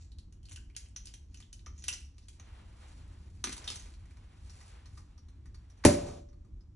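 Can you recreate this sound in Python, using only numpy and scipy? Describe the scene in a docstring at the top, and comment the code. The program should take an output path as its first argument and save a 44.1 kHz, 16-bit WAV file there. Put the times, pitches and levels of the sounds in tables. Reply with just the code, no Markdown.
"""The cork of a sparkling-wine bottle pops: a gas crack, a swing of the neck air, a sputtering stream, room waves.
Before it the wire cage is untwisted and dropped on a glass table, and the cork creaks in the neck:
dying noise bursts that ring wire and body modes. Sleeves and a napkin rustle as patchy noise, wire scrapes in grains.
The small soft-furnished room adds a diffuse tail over low rumble and hiss; a phone with two ports listens."""
import sys
import numpy as np
from scipy import signal
from scipy.fft import rfft, irfft
from scipy.io import wavfile
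from scipy.ndimage import uniform_filter1d

SR = 44100
rng = np.random.default_rng(int(sys.argv[2]) if len(sys.argv) > 2 else 0)


def output_pcm(signal):
    """Save a mono or channel-first signal as 16-bit PCM at the path in sys.argv[1].

    Samples are clipped to [-1, 1] before scaling.
    """
    pcm = np.clip(np.atleast_2d(signal).T, -1, 1) * 32767
    wavfile.write(sys.argv[1], SR, np.round(pcm).astype(np.int16))


N = 297675
TIME = np.arange(N) / SR
HZ = np.maximum(np.fft.rfftfreq(N, 1 / SR), 1)
POP_S = 5.8503
POP_TIME = TIME[:SR]   # time since the pop [s]
POP_CLICK = signal.unit_impulse(SR)

# wire scrapes between the ticks: (loudest time [s], level [dB], wire ring [Hz])
SCRAPES = [(0.01, -68, 7800), (.53, -68.5, 3180), (0.838, -67, 2960), (1.08, -68, 3200),
           (1.37, -72.5, 6650), (1.42, -77, 3450), (1.8, -76, 6900), (1.93, -54, 6200), (2.28, -72, 6100)]
# arm, napkin and rolling cage once the wire is off: (time [s], cloth level [dB], grit level [dB])
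MOVING = [(2.33, -88, -67), (2.41, -65.5, -103), (2.52, -62.5, -85), (2.72, -68.5, -77.5), (2.82, -65, -69),
          (3.0, -66.5, -72.5), (3.24, -72, -75), (3.49, -76, -81), (3.61, -58.5, -66), (3.71, -61, -50),
          (3.86, -63, -64.5), (3.96, -72, -72.5), (4.28, -68, -83), (4.52, -69.5, -66.5),
          (4.69, -62.5, -62), (4.81, -68, -87), (4.95, -73.5, -70), (5.28, -80, -103.5),
          (5.56, -78.5, -87.5), (5.802, -71, -90)]


def from_db(db):
    """Decibels to gain."""
    return 10 ** (np.asarray(db) / 20)


def rms_one(x):
    """Scale to unit rms."""
    return x / np.sqrt(np.mean(x ** 2) + 1e-20)


def at_hz(points, hz):
    """Read a (Hz, value) table on a log axis."""
    points_hz, values = np.transpose(points)
    return np.interp(np.log(hz), np.log(points_hz), values)


def coloured(x, spectrum):
    """White input given a spectrum; rms 1."""
    return rms_one(irfft(rfft(x) * from_db(at_hz(spectrum, HZ)), N))


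def coloured_pair(spectrum):
    """Two unrelated coloured noises, as a wide source needs."""
    return np.array([coloured(n, spectrum) for n in rng.standard_normal((2, N))])


def drift(rate_hz):
    """Slow chance around zero: unit-spread random knots joined by straight lines."""
    knots = rng.standard_normal(int(N / SR * rate_hz) + 2)
    return np.interp(TIME * rate_hz, np.arange(len(knots)), knots)


def ring(x, hz, t60_s):
    """Damped resonator: a unit click sets a sine of height 1 ringing."""
    r = from_db(-60 / (max(t60_s, .002) * SR))
    w = 2 * np.pi * hz / SR
    return signal.lfilter([0, np.sin(w)], [1, -2 * r * np.cos(w), r * r], x)


def ring_modes(x, modes):
    """Sum of resonators, one for each (Hz, dB, t60 s)."""
    return sum(from_db(db) * ring(x, hz, t60_s) for hz, db, t60_s in modes)


def rumble():
    """Low noise that swells and sinks."""
    # (frequency [Hz], density [dB per Hz])
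    rumble_spectrum = [(12, -39), (20, -8), (48, 3), (76, 5), (97, -1.5), (130, -12.5), (343, -23),
                       (422, -34.5), (700, -52.5), (910, -69), (1540, -120)]
    return from_db(-49 + 2 * drift(6)) * coloured_pair(rumble_spectrum)


def hiss():
    """Steady faint noise, weaker toward the treble."""
    # (frequency [Hz], density [dB per Hz])
    hiss_spectrum = [(400, -2.5), (1000, -5.5), (2000, -16), (5000, -17.5), (10000, -22)]
    return from_db(-77.5) * coloured_pair(hiss_spectrum)


def room_tail(x):
    """Two unrelated diffuse tails: octave bands of noise, each dying at its own rate, stronger at first."""
    # (frequency [Hz], t60 [s])
    reverb_t60 = [(100, 0.9), (300, 0.41), (1000, 0.33), (3000, 0.4), (8000, 0.3)]
    late_db, early_db, early_t60_s = -33.5, -29.5, 0.071
    low_tail_db = 1.5   # lift of the bands that start below 900 Hz
    t, tail = TIME[:SR * 3 // 4], 0
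    for low in 60 * 2. ** np.arange(0, 8):
        sos = signal.butter(2, [low, 2 * low], "band", fs=SR, output="sos")
        t60_s = at_hz(reverb_t60, low * np.sqrt(2))
        fall = from_db(late_db - 60 * t / t60_s) + from_db(early_db - 60 * t / early_t60_s)
        fall *= (t > .0015) * from_db(low_tail_db * (low < 900))
        tail = tail + signal.sosfilt(sos, rng.standard_normal((2, len(t)))) * fall
    return signal.fftconvolve(x[None], tail, axes=1)[:, :N]


def share_between_ports(diffuse):
    """Weight two unrelated signals into the sum and difference of ports that hear diffuse sound partly alike."""
    # (frequency [Hz], likeness of diffuse sound at the two ports [0-1])
    likeness = [(60, 1), (280, 0.93), (600, 0), (1200, 0.2), (1720, 0.8), (2250, 1), (3000, 0.2),
                (3800, 0.3), (4600, 0.5), (5860, 1), (7000, 0.4), (8950, 1), (10000, 0.9)]
    alike = np.clip(at_hz(likeness, HZ), 0, 1)
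    return irfft(rfft(diffuse) * np.sqrt([(1 + alike) / 2, (1 - alike) / 2]), N)


def scrape_strokes():
    """Gain of each wire scrape, rising to its loudest moment and falling from it."""
    rise_db_per_s, fall_db_per_s = 149, 239
    return [from_db(db - rise_db_per_s * np.maximum(at - TIME, 0) - fall_db_per_s * np.maximum(TIME - at, 0))
            for at, db, _ in SCRAPES]


def moving_gain(column):
    """Gain of one MOVING column; the hands rest after the pop."""
    s = np.transpose(MOVING)[0]
    moving = (TIME > s[0]) & (TIME < POP_S)
    return moving * from_db(np.interp(TIME, s, np.transpose(MOVING)[column]))


def cloth_rustle(strokes):
    """Cloth is smooth patchy noise; the sleeve rustles along with each scrape."""
    # (frequency [Hz], density [dB per Hz])
    cloth_spectrum = [(250, -6), (500, -0.5), (1000, -0.5), (2000, -6), (3200, -7.5), (4500, -13),
                      (6400, -19.5), (10000, -14.5)]
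    sleeve_db = -13   # re the scrape
    patches = from_db(1.7 * drift(25) + 1.0 * drift(7.1))
    return coloured_pair(cloth_spectrum) * (moving_gain(1) + from_db(sleeve_db) * sum(strokes)) * patches


def wire_scratch(strokes):
    """Wire scrapes in dense uneven grains, which also set the wire ringing."""
    # (frequency [Hz], density [dB per Hz])
    scratch_spectrum = [(1200, -25), (2500, -8.5), (3200, -14), (4500, -5.5), (6200, -8.5), (8000, -5.5),
                        (10000, -6.5)]
    grains_per_s, ring_db, ring_cycles = 900, -5.5, 18
    sizes = from_db(3.0 * np.minimum(rng.exponential(1, N), 5)) * rng.choice([-1, 1], N)
    clicks = sizes * (rng.random(N) < grains_per_s / SR)
    grit = coloured(clicks, scratch_spectrum) * (moving_gain(2) + sum(strokes))
    ringing = sum(stroke * rms_one(ring(clicks, hz, ring_cycles / hz))
                  for stroke, (_, _, hz) in zip(strokes, SCRAPES))
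    return (grit + from_db(ring_db) * ringing) * from_db(2.4 * drift(52))


def contact_burst(noise, tick_db, t60_s, rise_s, lead):
    """A first-touch tick, then dying crackle, with the chance peaks of its spectrum evened out."""
    t = TIME[:len(noise)]
    # squared noise crackles: a few strong contacts among many weak ones
    burst = noise * np.abs(noise) * from_db(-60 * t / t60_s) * (1 - np.exp(-t / rise_s))
    burst[0] = from_db(tick_db)
    wave = rfft(np.roll(burst, lead))
    power = np.abs(wave) ** 2
    return irfft(wave * np.sqrt(power.mean() / uniform_filter1d(power, size=40)), len(noise))


def struck(events, modes, burst_t60_s, middle_db, snap_db, low_hz, tick_db, rise_s):
    """Each contact is a noise burst heard as a broad snap in three ranges, the wire's ring and the body's modes."""
    length, lead = SR // 8, 88   # samples; lead is the room ahead of the first touch
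    tick_follows = 0.34          # harder contacts start with a sharper tick [dB per dB above -42]
    middle_follows, focus_db = 0.41, 5.5   # share of the low weight; lift when the ring lies in the middle range
    ring_cycles, strand_split = 35, 0.037  # cycles to fall 60 dB; share by which three strands lie apart
    bend, spread_db = .04, 3     # chance in each body mode's frequency [share] and level
    ranges = [signal.butter(4, edges, "band", fs=SR, output="sos")
              for edges in ([low_hz, 2300], [2300, 4900], [4900, 12000])]
    no_bass = signal.butter(2, low_hz * .7, "high", fs=SR, output="sos")
    out = np.zeros(N)
    for s, db, weight_db, ring_hz, ring_db in events:
        burst = contact_burst(rng.standard_normal(length), tick_db + tick_follows * (db + 42),
                              burst_t60_s, rise_s, lead)
        lift_db = middle_db + middle_follows * weight_db + focus_db * (2300 < ring_hz < 4900)
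        levels = from_db([weight_db, lift_db, 0])
        sound = from_db(snap_db) * sum(g * signal.sosfilt(sos, burst) for g, sos in zip(levels, ranges))
        push = burst / np.sqrt(np.sum(burst ** 2))   # unit energy, so a long contact rings no louder
        thin = signal.sosfilt(no_bass, push)         # thin wire moves little air below its ring
        body = [(hz * (1 + bend * rng.standard_normal()), mode_db + spread_db * rng.standard_normal(), t60_s)
                for hz, mode_db, t60_s in modes]
        strands = [(ring_hz * (1 + strand_split * j), ring_db - 7.5, ring_cycles / ring_hz) for j in (-1, 0, 1)]
        for hz, mode_db, t60_s in body + strands:
            level = levels[int(hz > 2300) + int(hz > 4900)]
            sound += level * from_db(mode_db) * ring(thin if hz > low_hz else push, hz, t60_s)
        at = round(s * SR) - lead
        out[at:at + length] += from_db(db) * sound
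    return out


def cage_untwisted():
    """Wire ticks as it is untwisted, ringing as bent at each moment."""
    # (time [s], level [dB], low-range weight [dB], wire ring [Hz], wire ring level [dB])
    twist = [(0.1186, -59, -25, 4040, 11), (0.1855, -52.5, -31, 4170, 12), (0.3246, -55.5, -14, 6950, 0.5),
             (0.4303, -60, -27, 3200, 0), (0.4547, -54, -29, 4400, 12), (0.4864, -58, -16, 2950, 9),
             (0.4941, -48.5, -20, 5570, 1), (0.5118, -54.5, 1.5, 6760, 13.5),
             (0.5195, -43.5, -11, 5500, -3), (0.5277, -45.5, -35, 6340, 4), (0.5601, -46, -32, 2940, 13),
             (0.5735, -64.5, 2, 1580, 8.5), (0.6992, -68, 2, 2300, 6), (0.7495, -65, -6, 2970, 12),
             (0.7651, -33, -15.5, 7000, -3), (0.9626, -41.5, -28, 5920, 13), (0.9655, -63, -15, 2950, 0),
             (1.056, -43.5, -28, 5900, -11), (1.071, -46.5, -14, 4860, 6.5), (1.1391, -42.5, -12, 5950, 5),
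             (1.3442, -47.5, -19.5, 2900, 3.5), (1.372, -58, -28, 6300, 13.5),
             (1.4027, -48.5, -5, 7600, -7), (1.4246, -67.5, -9, 3410, 19), (1.529, -42, -19, 6900, -1),
             (1.5925, -63, 0, 4000, 0.5), (1.6617, -53.5, 3, 5900, 15), (1.666, -55, 4.5, 1230, 2.5),
             (1.7612, -68, -34, 6300, -6), (1.7705, -68, -27, 6500, 5), (1.7795, -62, -36, 6800, 16),
             (1.7887, -59.5, -40, 6300, 13.5), (1.7955, -56, -36, 6950, 2), (1.823, -62, -24, 6340, 18),
             (1.84, -39.5, -10, 6200, 4), (1.8824, -25, -45, 6170, 5), (1.8865, -45.5, -7.5, 2830, 18.5),
             (1.928, -42, -30, 5700, 14.5), (1.9363, -36, -12, 6040, -22), (2.1816, -56.5, -5, 3600, -21),
             (2.2841, -47, -11, 5700, -5), (2.3975, -52, 3, 6300, 9.5)]
    # body modes: (frequency [Hz], level [dB], t60 [s])
    cage = [(1215, -2, 0.0041), (2150, -9, 0.014), (3120, -12.5, 0.058), (6000, -13.5, 0.014)]
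    return struck(twist, cage, burst_t60_s=0.0112, middle_db=-3.5, snap_db=3.5, low_hz=1266,
                  tick_db=13.5, rise_s=0.00046)


def cage_dropped():
    """The cage bounces and rolls on the glass table, exciting both."""
    # (time [s], level [dB], low-range weight [dB], wire ring [Hz], wire ring level [dB])
    drop = [(3.441, -22.5, -11.5, 6300, 4.5), (3.4485, -44.5, -8, 1590, 14.5),
            (3.4711, -38.5, 5, 4200, -11), (3.494, -36, -4, 2120, -23), (3.5207, -40, -4, 3230, -6),
            (3.5275, -30, -18, 5760, 0.5), (3.5666, -39.5, -12, 5610, -3), (3.579, -37.5, -11, 1010, -4.5),
            (3.6427, -45, -10, 5650, 8), (3.6774, -32.5, -17.5, 3680, 9), (3.6855, -40, -19, 3280, 11.5),
            (3.702, -32.5, -10, 5080, 4), (3.7181, -41, -6, 4030, -8), (3.7584, -35.5, -18, 6300, -2),
            (3.7968, -45.5, -12, 6700, 3), (3.8575, -50.5, -4, 1030, -3), (3.9384, -54.5, -7, 4200, -8),
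            (4.0549, -59, -8.5, 2030, 0), (4.1086, -58.5, -2, 2230, -7), (4.1696, -57.5, 0.5, 1020, -7)]
    # body modes: (frequency [Hz], level [dB], t60 [s])
    cage_on_glass = [(243, -14, 0.044), (341, -6.5, 0.018), (1460, -10, 0.011), (2090, -2.5, 0.0088),
                     (6560, -8.5, 0.0065)]
    return struck(drop, cage_on_glass, burst_t60_s=0.0156, middle_db=-4.0, snap_db=-2.0, low_hz=780,
                  tick_db=15.5, rise_s=0.0004)


def cork_creaks():
    """The worked cork slips in the neck, slower in onset; faint ticks follow as the grip settles."""
    # (time [s], level [dB], low-range weight [dB], ring [Hz], ring level [dB])
    creak = [(4.4957, -54.5, -1, 5530, 5.5), (4.6084, -54.5, 2, 1910, -15), (4.8554, -55, -2, 5340, 1),
             (4.9731, -49.5, -3, 1276, -13), (5.1776, -61, -0.5, 5570, 3), (5.2834, -61, -0.5, 5560, -2.5),
             (5.4555, -60, 0.5, 5440, -3), (5.5438, -58, 1, 2100, -14), (5.6984, -60.5, -6, 5500, 1),
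             (5.7733, -64, -8, 5950, 1.5), (5.8385, -38.5, 12, 2917, 0), (6.2864, -71, 2, 5450, 8),
             (6.3274, -70.5, 4.5, 1320, -17), (6.4464, -70.5, 0, 1259, -11), (6.6054, -72.5, -3, 1280, -6)]
    # body modes: (frequency [Hz], level [dB], t60 [s])
    cork_in_neck = [(1171, -8, 0.014), (1950, -12.5, 0.017), (4600, 3, 0.022), (5444, -3, 0.0063),
                    (5723, -1.5, 0.01)]
    return struck(creak, cork_in_neck, burst_t60_s=0.0344, middle_db=-12.0, snap_db=1.5, low_hz=750,
                  tick_db=-2.0, rise_s=0.0021)


def at_pop(x):
    """Place a signal at the pop, cut at the end of the scene."""
    out = np.zeros(N)
    start = round(POP_S * SR)
    out[start:] = x[:N - start]
    return out


def standing_waves():
    """Low modes along the room and wall-to-wall modes across the ports, rung by the pop."""
    # (frequency [Hz], level [dB] ahead of along_db, t60 [s])
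    room_modes = [(63, -8.5, 0.25), (84.3, -3, 0.33), (116, -1.5, .2), (146.7, -10, 0.18),
                  (174, -8.5, 0.32), (221.4, -2, 0.26), (246, -5, 0.28), (285.5, -7, 0.43),
                  (304, -9.5, 0.23), (327, -6.5, 0.23), (345.4, -10.5, 0.52), (391, -4.5, 0.23),
                  (420, -17, 0.29), (537, -15.5, 0.29), (572.5, -14.5, 0.63), (584, -12, 0.48),
                  (597, -6.5, 0.28), (751, -11.5, 0.17), (945, -15.5, .15), (1037, -20.5, 0.22)]
    # wall-to-wall waves across the ports: (frequency [Hz], level [dB], t60 [s])
    cross_modes = [(590, -23, 0.68), (620, -24.5, .4), (399, -30.5, .3)]
    along_db, build_s = -15.5, 0.0028
    build = 1 - np.exp(-(POP_TIME / build_s) ** 2)   # standing waves need a few wall passes
    along = sum((-1) ** k * from_db(along_db) * ring_modes(POP_CLICK, [mode])
                for k, mode in enumerate(room_modes))
    return at_pop(build * along), at_pop(-build * ring_modes(POP_CLICK, cross_modes))


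def gas_stream():
    """Gas streams out past the hand, sputtering and weakening; its last hiss fades quickly around fade_s."""
    # (frequency [Hz], density [dB per Hz])
    gas_spectrum = [(300, 6.5), (800, 0), (2000, -16), (4000, -14), (6500, -13), (10000, -16)]
    start_db, t60_s, fade_s = -37.5, 1, 0.35
    gas = coloured(rng.standard_normal(N), gas_spectrum)[:SR] * from_db(start_db - 60 * POP_TIME / t60_s)
    gas *= from_db(2.1 * drift(45)[:SR])
    return at_pop(gas / (1 + np.exp((POP_TIME - fade_s) / 0.02)))


def neck_air():
    """The neck air swings: a main swing growing while the cork clears, overtones and the push of released gas."""
    # (frequency [Hz], level [dB], t60 [s])
    neck_modes = [(607, -8.5, 0.06), (868, -12, 0.034), (34, -20, .15)]
    lag_s, thump_hz, thump_db, thump_s = .0011, 322, -5, 0.0015
    overtones = ring_modes(np.roll(POP_CLICK, round(lag_s * SR)), neck_modes)
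    since = np.maximum(POP_TIME - lag_s, 0)
    swell = (since / thump_s / 2) ** 2 * np.exp(2 - since / thump_s)   # peak 1
    return at_pop(overtones + from_db(thump_db) * swell * np.sin(2 * np.pi * thump_hz * since))


def gas_crack():
    """The crack of escaping gas, a short noise burst; and the same energy as one pulse for the walls."""
    # (frequency [Hz], density [dB per Hz])
    crack_spectrum = [(500, -1), (900, -3.5), (1500, -4), (2200, -4.5), (3200, -11.5), (5000, -5.5),
                      (7500, -6.5), (10000, 2)]
    crack_db, rise_s, decay_s = -2.5, 0.000056, 0.0031
    crack = coloured(rng.standard_normal(N), crack_spectrum)[:SR]
    crack *= (1 - np.exp(-POP_TIME / rise_s)) * np.exp(-POP_TIME / decay_s)
    # the walls hear the crack from all sides: its even spectrum
    pulse = coloured(signal.unit_impulse(N, round(.003 * SR)), crack_spectrum)[:SR]
    pulse *= np.sqrt(np.sum(crack ** 2) / np.sum(pulse ** 2))
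    return at_pop(from_db(crack_db) * crack), at_pop(from_db(crack_db) * pulse)


def scene():
    """Row 0: what both ports share; row 1: what differs between them."""
    strokes = scrape_strokes()
    crack, crack_at_walls = gas_crack()
    along, across = standing_waves()
    near = wire_scratch(strokes) + cage_untwisted() + cage_dropped() + cork_creaks() + gas_stream()
    diffuse = room_tail(near + crack_at_walls) + cloth_rustle(strokes) + rumble() + hiss()
    return share_between_ports(diffuse) + [near + crack + neck_air() + along, across]


def suppress(x):
    """Noise suppressor: the range above the rumble is turned down as its own level sinks under a threshold."""
    above_hz, threshold_db, depth_db, window_s = 433, -72.5, 3.5, 0.0083
    high = irfft(rfft(x) / (1 + (above_hz / HZ) ** 4), N)
    power = uniform_filter1d(np.mean(high ** 2, axis=0), round(window_s * SR))
    level_db = 10 * np.log10(power + 1e-14)
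    cut_db = np.clip(level_db - threshold_db, -depth_db, 0)
    return x + high * (from_db(cut_db) - 1)


def record(dry):
    """Sum and difference become left and right, the ports shift phase; quiet sound sinks, peaks round, top is cut."""
    # port resonance: (frequency [Hz], gain [dB])
    microphone = [(100, -1.5), (7000, 2), (8500, 3), (10000, 4)]
    # (frequency [Hz], phase by which the left port leads [rad])
    port_phase = [(0, 0), (1720, 0), (2750, .7), (3800, .8), (4300, 1.3), (4830, 3.14), (5340, 5.4),
                  (5860, 6.28), (6400, 6.6), (7900, 8.5), (9000, 9.42), (9500, 9.7), (10000, 10.4)]
    overload, cutoff_hz = .95, 11100
    shared, differing = rfft(dry) * from_db(at_hz(microphone, HZ))
    turn = np.exp(.5j * np.interp(HZ, *np.transpose(port_phase)))   # half the lead on each port
    left, right = (shared + differing) * turn, (shared - differing) / turn
    ports = suppress(irfft([left, right], N))
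    ports = overload * np.tanh(ports / overload)
    return signal.sosfilt(signal.cheby2(14, 70, cutoff_hz, fs=SR, output="sos"), ports)


dry = scene()
out = record(dry)
output_pcm(out)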